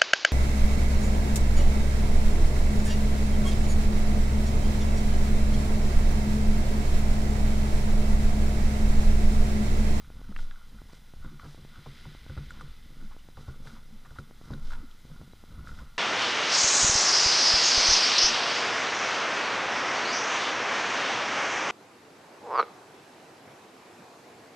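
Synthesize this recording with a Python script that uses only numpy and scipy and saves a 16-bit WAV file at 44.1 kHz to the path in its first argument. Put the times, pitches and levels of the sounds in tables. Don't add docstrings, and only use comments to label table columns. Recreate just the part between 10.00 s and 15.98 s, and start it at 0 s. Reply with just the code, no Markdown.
import sys
import numpy as np
from scipy import signal
from scipy.fft import rfft, irfft
from scipy.io import wavfile

SR = 44100
rng = np.random.default_rng(int(sys.argv[2]) if len(sys.argv) > 2 else 0)


def generate_wav(sig):
    pcm = np.round(np.clip(np.atleast_2d(sig).T, -1, 1) * 32767).astype(np.int16)
    wavfile.write(sys.argv[1], SR, pcm)


N = 263712
TIME = np.arange(N) / SR

# start in seconds, length in seconds, rumble in dB, drone in dB.
PULLS = [(0.01, 0.42, -45.5, -59.5), (0.76, 0.1, -47, -61), (1.2, 0.085, -42.5, -69),
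         (1.763, 0.44, -51, -63), (2.27, 0.42, -44.5, -56.5), (2.84, 0.28, -50.5, -60.5),
         (3.383, 0.42, -49.5, -56.5), (3.885, 0.48, -58, -63.5), (4.458, 0.35, -45.5, -55.5),
         (5.056, 0.24, -51.5, -56), (5.516, 0.32, -43, -56.5)]
# time in seconds, level in dB.
FOOTFALLS = [(0.41, -27.5), (1.22, -42), (2.65, -44.5), (3.05, -38), (3.6, -44), (3.92, -45.5), (4.69, -28),
             (5.77, -45.5)]
# centre in seconds, level in dB, half-width in seconds.
KEEL_SCRAPES = [(0.032, -65, 0.052), (0.239, -63.5, 0.075), (0.548, -62.5, 0.1), (0.78, -64, 0.031),
                (1.282, -60, .05), (1.441, -57.5, 0.038), (1.771, -57, 0.031), (2.03, -67, 0.3),
                (2.36, -62, .06), (2.631, -61.5, 0.098), (3.041, -66.5, 0.13), (3.49, -60.5, 0.061),
                (3.721, -62.5, 0.076), (4.14, -65.5, 0.15), (4.509, -61.5, 0.087), (4.759, -61, 0.13),
                (5.181, -66, .07), (5.699, -60.5, 0.2)]
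STRIDE_SCUFFS = [(0.41, -57, 0.036), (0.94, -61, 0.039), (1.22, -67, .04), (1.49, -61, 0.065),
                 (2.0, -65, 0.054), (2.54, -73, 0.042), (3.06, -69, .07), (3.43, -61.5, 0.027),
                 (3.50, -62.5, .02), (3.67, -57, .025), (3.73, -60, 0.029), (4.18, -66, 0.049),
                 (4.49, -64, 0.07), (4.701, -57, 0.056), (5.12, -68.5, 0.24), (5.69, -59, 0.021),
                 (5.78, -61, .045)]
# time in seconds, level in dB.
WAVE_LEVELS = [(0, -65), (1.2, -66.5), (1.65, -63), (1.98, -56), (2.25, -59), (2.5, -58), (2.8, -63),
               (3.3, -67), (5.98, -66.5)]
# frequency in Hz, level in dB.
WHINE_TONES = [(8812, -98), (10250, -93), (10789, -95), (11688, -95), (13667, -94)]
# time in seconds, body in dB, pitch in Hz, snap in dB.
PADDLE_HITS = [(0.3246, -47.5, 1280, -63), (0.3898, -36.5, 1390, -67), (0.5112, -43.5, 1620, -68),
               (1.2483, -44.5, 1350, -66), (1.3972, -41, 1170, -57), (2.054, -43.5, 996, -62),
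               (2.2971, -44, 1400, -64), (2.3759, -37.5, 1330, -61), (2.5067, -33.5, 1350, -47),
               (2.61, -36, 1210, -50), (3.3709, -43.5, 1210, -54), (3.6723, -38.5, 1380, -50),
               (4.1071, -51, 1450, -59), (4.1863, -35, 1330, -50), (4.5345, -41.5, 1470, -56),
               (4.7068, -38, 1400, -55), (4.7196, -40, 1420, -62), (4.7336, -35, 1420, -51),
               (5.6725, -38, 1350, -55), (5.691, -39.5, 1340, -64), (5.7883, -42, 1420, -61)]
TICK_TIMES = [0.101, 0.214, 0.317, 0.816, 0.931, 1.136, 1.545, 1.648, 2.148, 2.263, 2.366, 3.164, 3.286,
              4.309, 4.412, 5.213, 5.333, 5.437]
# time in seconds, peak in dB, pitch in Hz.
GRIP_SLIPS = [(0.297, -36, 205), (0.731, -49, 210), (3.032, -42.5, 207), (3.735, -42, 222),
              (3.929, -47.5, 202), (4.84, -41.5, 227), (5.116, -41.5, 139), (5.285, -49.5, 190),
              (5.506, -43.5, 139)]
# start in seconds, peak in dB, pitch in Hz, contact decay in seconds, bandwidth in Hz.
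BUCKLE_HITS = [(0.3634, -29, 1390, 0.001, 700), (0.365, -39, 2700, 0.00089, 650),
               (0.51, -45, 3150, .002, 900), (1.396, -47, 1990, .002, 800), (1.865, -46, 1020, 0.0023, 500),
               (2.506, -50.5, 7250, .002, 796), (2.609, -59, 8700, .003, 800),
               (3.19, -55, 2910, 0.015, 130), (4.187, -54, 2160, 0.002, 700),
               (4.509, -52.5, 4960, 0.0063, 400), (4.537, -43.5, 4000, 0.0034, 1100),
               (4.912, -48.5, 3440, 0.0052, 600), (5.323, -57, 3960, 0.0037, 100)]
# time in seconds, peak in dB, rise in seconds.
BOOT_SINKS = [(0.391, -38.5, 0.0028), (0.895, -51, 0.016), (1.46, -46.5, 0.0088), (2.385, -50, 0.0094),
              (2.561, -53, 0.031), (3.116, -48.5, 0.013), (3.385, -51.5, .019), (3.675, -49, 0.013),
              (3.765, -49, 0.022), (4.055, -47, 0.0091), (4.163, -47, 0.011), (4.511, -51, 0.022),
              (4.73, -44, 0.029), (5.8, -46.5, 0.024)]
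# start in seconds, boom in dB, rattle in dB, thud in dB.
JOLTS = [(1.244, -38.5, -47, -63), (1.313, -43.5, -72, -56), (1.432, -50, -45.5, -43.5),
         (1.45, -40, -50, -52), (1.576, -44, -51, -55), (1.618, -51.5, -68, -46), (1.78, -46, -58, -47),
         (1.86, -41.5, -41.5, -70), (2.057, -39, -49.5, -43), (2.296, -40, -46, -33.5),
         (2.374, -36.5, -43.5, -30.5), (2.608, -45.5, -51, -62), (3.373, -47.5, -44.5, -44),
         (3.481, -39.5, -44.5, -31), (3.653, -44.5, -50.5, -73), (4.108, -49.5, -54, -50),
         (4.185, -39.5, -46.5, -39), (4.504, -31.5, -40, -38), (4.53, -36, -44.5, -39),
         (5.211, -50, -55, -40.5), (5.578, -42.5, -54.5, -37.5), (5.68, -50, -56, -46)]
# frequency in Hz, relative level in dB, seconds to decay by 60 dB.
HULL_MODES = [(108.4, 0, 0.045), (139.9, 1.5, 0.14), (148, 0.5, 0.14), (194, -24, 0.25), (218.7, -16, 0.29),
              (286.3, -9, 0.052), (365.3, -22, 0.17)]
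DECK_MODES = [(373, -15, 0.089), (410, -16.5, 0.11), (435, -11.5, 0.16), (523, -4, 0.083), (605, -9, 0.012),
              (695, -43, .015), (776, -2.5, 0.02), (938, -9, 0.03), (1017, -3.5, 0.024),
              (1200, -5.5, 0.023)]
# frequency in Hz, bandwidth in Hz, lift in dB.
CASE_RESONANCES = [(1438, 110, 8), (2035, 150, 7), (3130, 330, 5), (3520, 130, 7), (3960, 200, 8),
                   (4650, 180, 4), (5080, 140, 7), (5880, 300, 3), (8810, 300, 4), (10220, 260, 5),
                   (11100, 400, 4)]
# frequency in Hz, relative gain in dB.
RUMBLE_CURVE = [(12, -8.5), (22, 8.5), (32, 0), (48, 1.5), (70, -3), (100, -12.5), (160, -17), (400, -41)]
DRONE_CURVE = [(35, -14), (60, -12), (100, -5.5), (146, 5), (175, -4), (230, 0.5), (290, -9.5), (320, -9.5),
               (360, -16.5), (520, -13), (640, -25), (1000, -24), (3000, -42.5)]
GRIT_CURVE = [(200, -38), (500, -8.5), (900, 4), (1300, 9.5), (1700, -19), (2500, -17.5), (5000, -22),
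              (15000, -79)]
FOAM_CURVE = [(300, 0.5), (900, -16.5), (1500, -4), (2000, -1.5), (2600, -4), (3500, -5.5), (5000, -9),
              (7000, -18), (14000, -29)]
HISS_CURVE = [(100, 16.5), (400, -17), (800, 5), (1400, -5.5), (2500, -12.5), (4000, -10), (6000, -2.5),
              (9000, -6), (12000, -6), (15500, -5)]
BRUSH_CURVE = [(600, 1), (1500, -1.5), (2500, -5.5), (4000, -4), (6000, -5.5), (8000, -10.5),
               (10500, -18.5), (15000, -21)]
SIDE_CURVE = [(60, -48), (110, -42), (200, -35), (380, -35), (700, -39), (1290, -35), (2380, -39),
              (4390, -27.5), (8110, -28.5), (15000, -24)]


def from_db(db):
    return 10 ** (np.asarray(db) / 20)


def rms_one(x):
    return x / np.sqrt(np.mean(x ** 2) + 1e-20)


def peak_one(x):
    return x / (np.abs(x).max() + 1e-12)


def add(out, s, sound):
    i = max(int(s * SR), 0)
    out[i:i + len(sound)] += sound[:N - i]


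def cut(x, hz, kind, order=2):
    return signal.sosfilt(signal.butter(order, hz, kind, fs=SR, output="sos"), x)


def resonate(x, hz, width_hz):
    r = np.exp(-np.pi * width_hz / SR)
    feedback = [1, -2 * r * np.cos(2 * np.pi * hz / SR), r * r]
    return signal.lfilter(np.array([1, 0, -1]) * (1 - r * r) / 2, feedback, x + 1e-18)


def shape(x, curve):
    hz, db = np.transpose(curve)
    bins = np.fft.rfftfreq(N, 1 / SR) + 1e-3
    return irfft(rfft(x) * from_db(np.interp(np.log(bins), np.log(hz), db)), N)


def colour(x, curve):
    return rms_one(shape(x, curve))


def flutter(hz, order=2):
    return rms_one(cut(rng.standard_normal(N), hz, "low", order))


def grains(per_s, spread_db):
    sizes = from_db(spread_db * np.minimum(rng.exponential(1, N), 4)) * rng.choice([-1, 1], N)
    return sizes * (rng.random(N) < per_s / SR)


def swells(rows, rest_db):
    power = sum(from_db(db) ** 2 * np.exp(-((TIME - s) / swell_s) ** 2) for s, db, swell_s in rows)
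    return np.sqrt(from_db(rest_db) ** 2 + power)


def case(x):
    for hz, width_hz, lift_db in CASE_RESONANCES:
        x = x + (from_db(lift_db) - 1) * resonate(x, hz, width_hz)
    return x


def chatter(decay_s, loose):
    t = TIME[:SR // 10]
    force = loose * rng.standard_normal(len(t)) * np.exp(-t / decay_s)
    force[0] += 1
    return force


def rub(swell_s, hz, width_hz):
    t = TIME[:SR // 6]
    slips = t ** 2 * np.exp(-2 * t / swell_s) * rng.standard_normal(len(t))
    return peak_one(resonate(resonate(slips, hz, width_hz), hz, 2 * width_hz))


def struck(modes, scatter_db, detune):
    t = TIME[:SR // 3]
    hz, db, t60 = np.transpose(modes)[:, :, None]
    strength, shift = rng.standard_normal((2, len(modes), 1))
    signs = (-1) ** np.arange(len(modes))[:, None]
    decays = from_db(db + scatter_db * strength - 60 * t / t60)
    return np.sum(signs * decays * np.sin(2 * np.pi * hz * (1 + detune * shift) * t), axis=0)


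def hauling(attack_s=.03, release_s=.04, slack_rumble_db=-55, slack_drone_db=-64):
    power = from_db([slack_rumble_db, slack_drone_db])[:, None] ** 2
    for s, length_s, *db in PULLS:
        pull = np.exp(np.minimum(TIME - s, 0) / attack_s - np.maximum(TIME - s - length_s, 0) / release_s)
        power = power + (from_db(db)[:, None] * pull) ** 2
    return np.sqrt(power)


def hull_sway(rumble_gain, bending_hz=15.2, rise_s=.048, decay_s=.062, walking_db=-50.5):
    bounce = from_db(walking_db)
    for s, db in FOOTFALLS:
        swell = 2 * np.exp(-np.logaddexp((s - TIME) / rise_s, (TIME - s) / decay_s))
        bounce = bounce + from_db(db) * swell
    load = 1 + .1 * flutter(8.7, order=4)
    bending = np.sqrt(2) * load * np.sin(2 * np.pi * bending_hz * TIME)
    rumble = colour(cut(rng.standard_normal(N), 800, "low"), RUMBLE_CURVE)
    return bounce * bending + from_db(-1) * rumble_gain * rumble


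def keel_drag(drone_gain, sliding_db=-76.5, ring_db=-8, ring_hz=1430):
    slips = colour(cut(grains(per_s=900, spread_db=5.5), 2500, "low"), DRONE_CURVE)
    crackle = grains(per_s=1800, spread_db=.5)
    ring = from_db(ring_db) * rms_one(resonate(crackle, ring_hz, width_hz=130))
    grit = rms_one(case(colour(crackle, GRIT_CURVE) + ring))
    return from_db(1) * drone_gain * slips + swells(KEEL_SCRAPES, sliding_db) * grit


def shore_wash(hiss_db=-66):
    foam = rms_one(case(colour(grains(per_s=9000, spread_db=3), FOAM_CURVE)))
    hiss = rms_one(case(colour(rng.standard_normal(N), HISS_CURVE)))
    wave_db = np.interp(TIME, *np.transpose(WAVE_LEVELS))
    return from_db(wave_db) * foam + from_db(hiss_db) * hiss


def electronic_whine():
    return sum(from_db(db) * np.sin(2 * np.pi * hz * TIME) for hz, db in WHINE_TONES)


def light_touches(hz=1410, body_db=12.5, snap_db=-1):
    return [(s + swell_s * rng.uniform(-.5, .31), db + body_db, hz, db + snap_db)
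            for s, db, swell_s in KEEL_SCRAPES]


def paddle_clacks(body_db=1, snap_db=-1, slide_db=-10, slide_s=.00406):
    out = np.zeros(N)
    for s, db, hz, bright_db in PADDLE_HITS + light_touches():
        contact = chatter(decay_s=.0012, loose=.04)
        body = case(resonate(resonate(contact, hz, 290), hz, 710))
        snap = case(cut(cut(chatter(decay_s=.013, loose=.55), 3400, "high"), 5800, "low"))
        add(out, s, from_db(db + body_db) * peak_one(body))
        add(out, s, from_db(bright_db + snap_db) * peak_one(snap))
        add(out, s - slide_s, from_db(db + slide_db) * rub(slide_s, hz, width_hz=98))
    return out


def electronic_ticks(peak_db=-38, allpass_hz=520, delay_s=.00107):
    out = np.zeros(N)
    pulse = cut(cut(signal.unit_impulse(SR // 20), 144, "low", order=1), 1270, "low")
    dispersed = 2 * resonate(pulse, allpass_hz, width_hz=900) - pulse
    tick = peak_one(cut(dispersed, 75, "high", order=1))
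    for s in TICK_TIMES:
        add(out, s + delay_s, from_db(peak_db) * tick)
    return out


def hull_groans(swell_s=.01547, width_hz=40):
    out = np.zeros(N)
    build_s = 1 / (np.pi * width_hz)
    for s, db, hz in GRIP_SLIPS:
        add(out, s - swell_s - build_s, from_db(db) * rub(swell_s, hz, width_hz))
    return out


def buckle_pings():
    out = np.zeros(N)
    for s, db, hz, decay_s, width_hz in BUCKLE_HITS:
        contact = chatter(decay_s, loose=.3)
        ring = resonate(resonate(contact, hz, width_hz), hz, 2 * width_hz)
        add(out, s, from_db(db) * peak_one(ring))
    return out


def boot_squelches(hz=960, width_hz=600):
    out = np.zeros(N)
    for s, db, swell_s in BOOT_SINKS:
        add(out, s - swell_s, from_db(db) * rub(swell_s, hz, width_hz))
    return out


def boot_scuffs(rustle_db=-69, clumps_db=1.5, crunch_db=-9):
    clumps = from_db(clumps_db * flutter(46))
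    sand = case(colour(clumps * grains(per_s=12000, spread_db=3.5), BRUSH_CURVE))
    coarse = case(colour(grains(per_s=300, spread_db=5.5), BRUSH_CURVE))
    brush = swells(STRIDE_SCUFFS, rustle_db) * rms_one(sand)
    crunch = swells(STRIDE_SCUFFS, -np.inf) * rms_one(coarse)
    return brush + from_db(crunch_db) * crunch


def hull_bumps(thud_hz=72, build_s=.0044, rebound_s=.017, rebound_db=-2.5):
    out = np.zeros(N)
    push = cut(signal.unit_impulse(SR // 8), 110, "low")
    thud = peak_one(resonate(push, thud_hz, width_hz=30))
    build = 1 - np.exp(-TIME[:SR // 3] / build_s)
    for s, boom_db, rattle_db, thud_db in JOLTS:
        touches = chatter(decay_s=.011, loose=.07)
        rattle = signal.fftconvolve(struck(DECK_MODES, scatter_db=1, detune=.013), touches)
        add(out, s, from_db(thud_db) * thud)
        add(out, s, from_db(rattle_db) * peak_one(rattle))
        for late_s, db in ((0, 0), (rebound_s * rng.uniform(.671, 1.3), rebound_db)):
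            boom = struck(HULL_MODES, scatter_db=-1.8, detune=.0075) * build
            add(out, s + late_s, from_db(boom_db + db) * peak_one(boom))
    return out


def scene(width_db=2):
    rumble_gain, drone_gain = hauling()
    impacts = hull_bumps() + paddle_clacks() + buckle_pings()
    boat = impacts + hull_groans() + hull_sway(rumble_gain) + keel_drag(drone_gain)
    beach = boot_squelches() + boot_scuffs() + shore_wash()
    mid = boat + beach + electronic_ticks() + electronic_whine()
    side = from_db(width_db) * shape(flutter(41) * cut(mid, 47, "high"), SIDE_CURVE)
    return np.array([mid + side, mid - side])


def record(dry, cutoff_hz=15300):
    return signal.sosfilt(signal.ellip(12, .1, 70, cutoff_hz, fs=SR, output="sos"), dry)


dry = scene()
out = record(dry)
generate_wav(out)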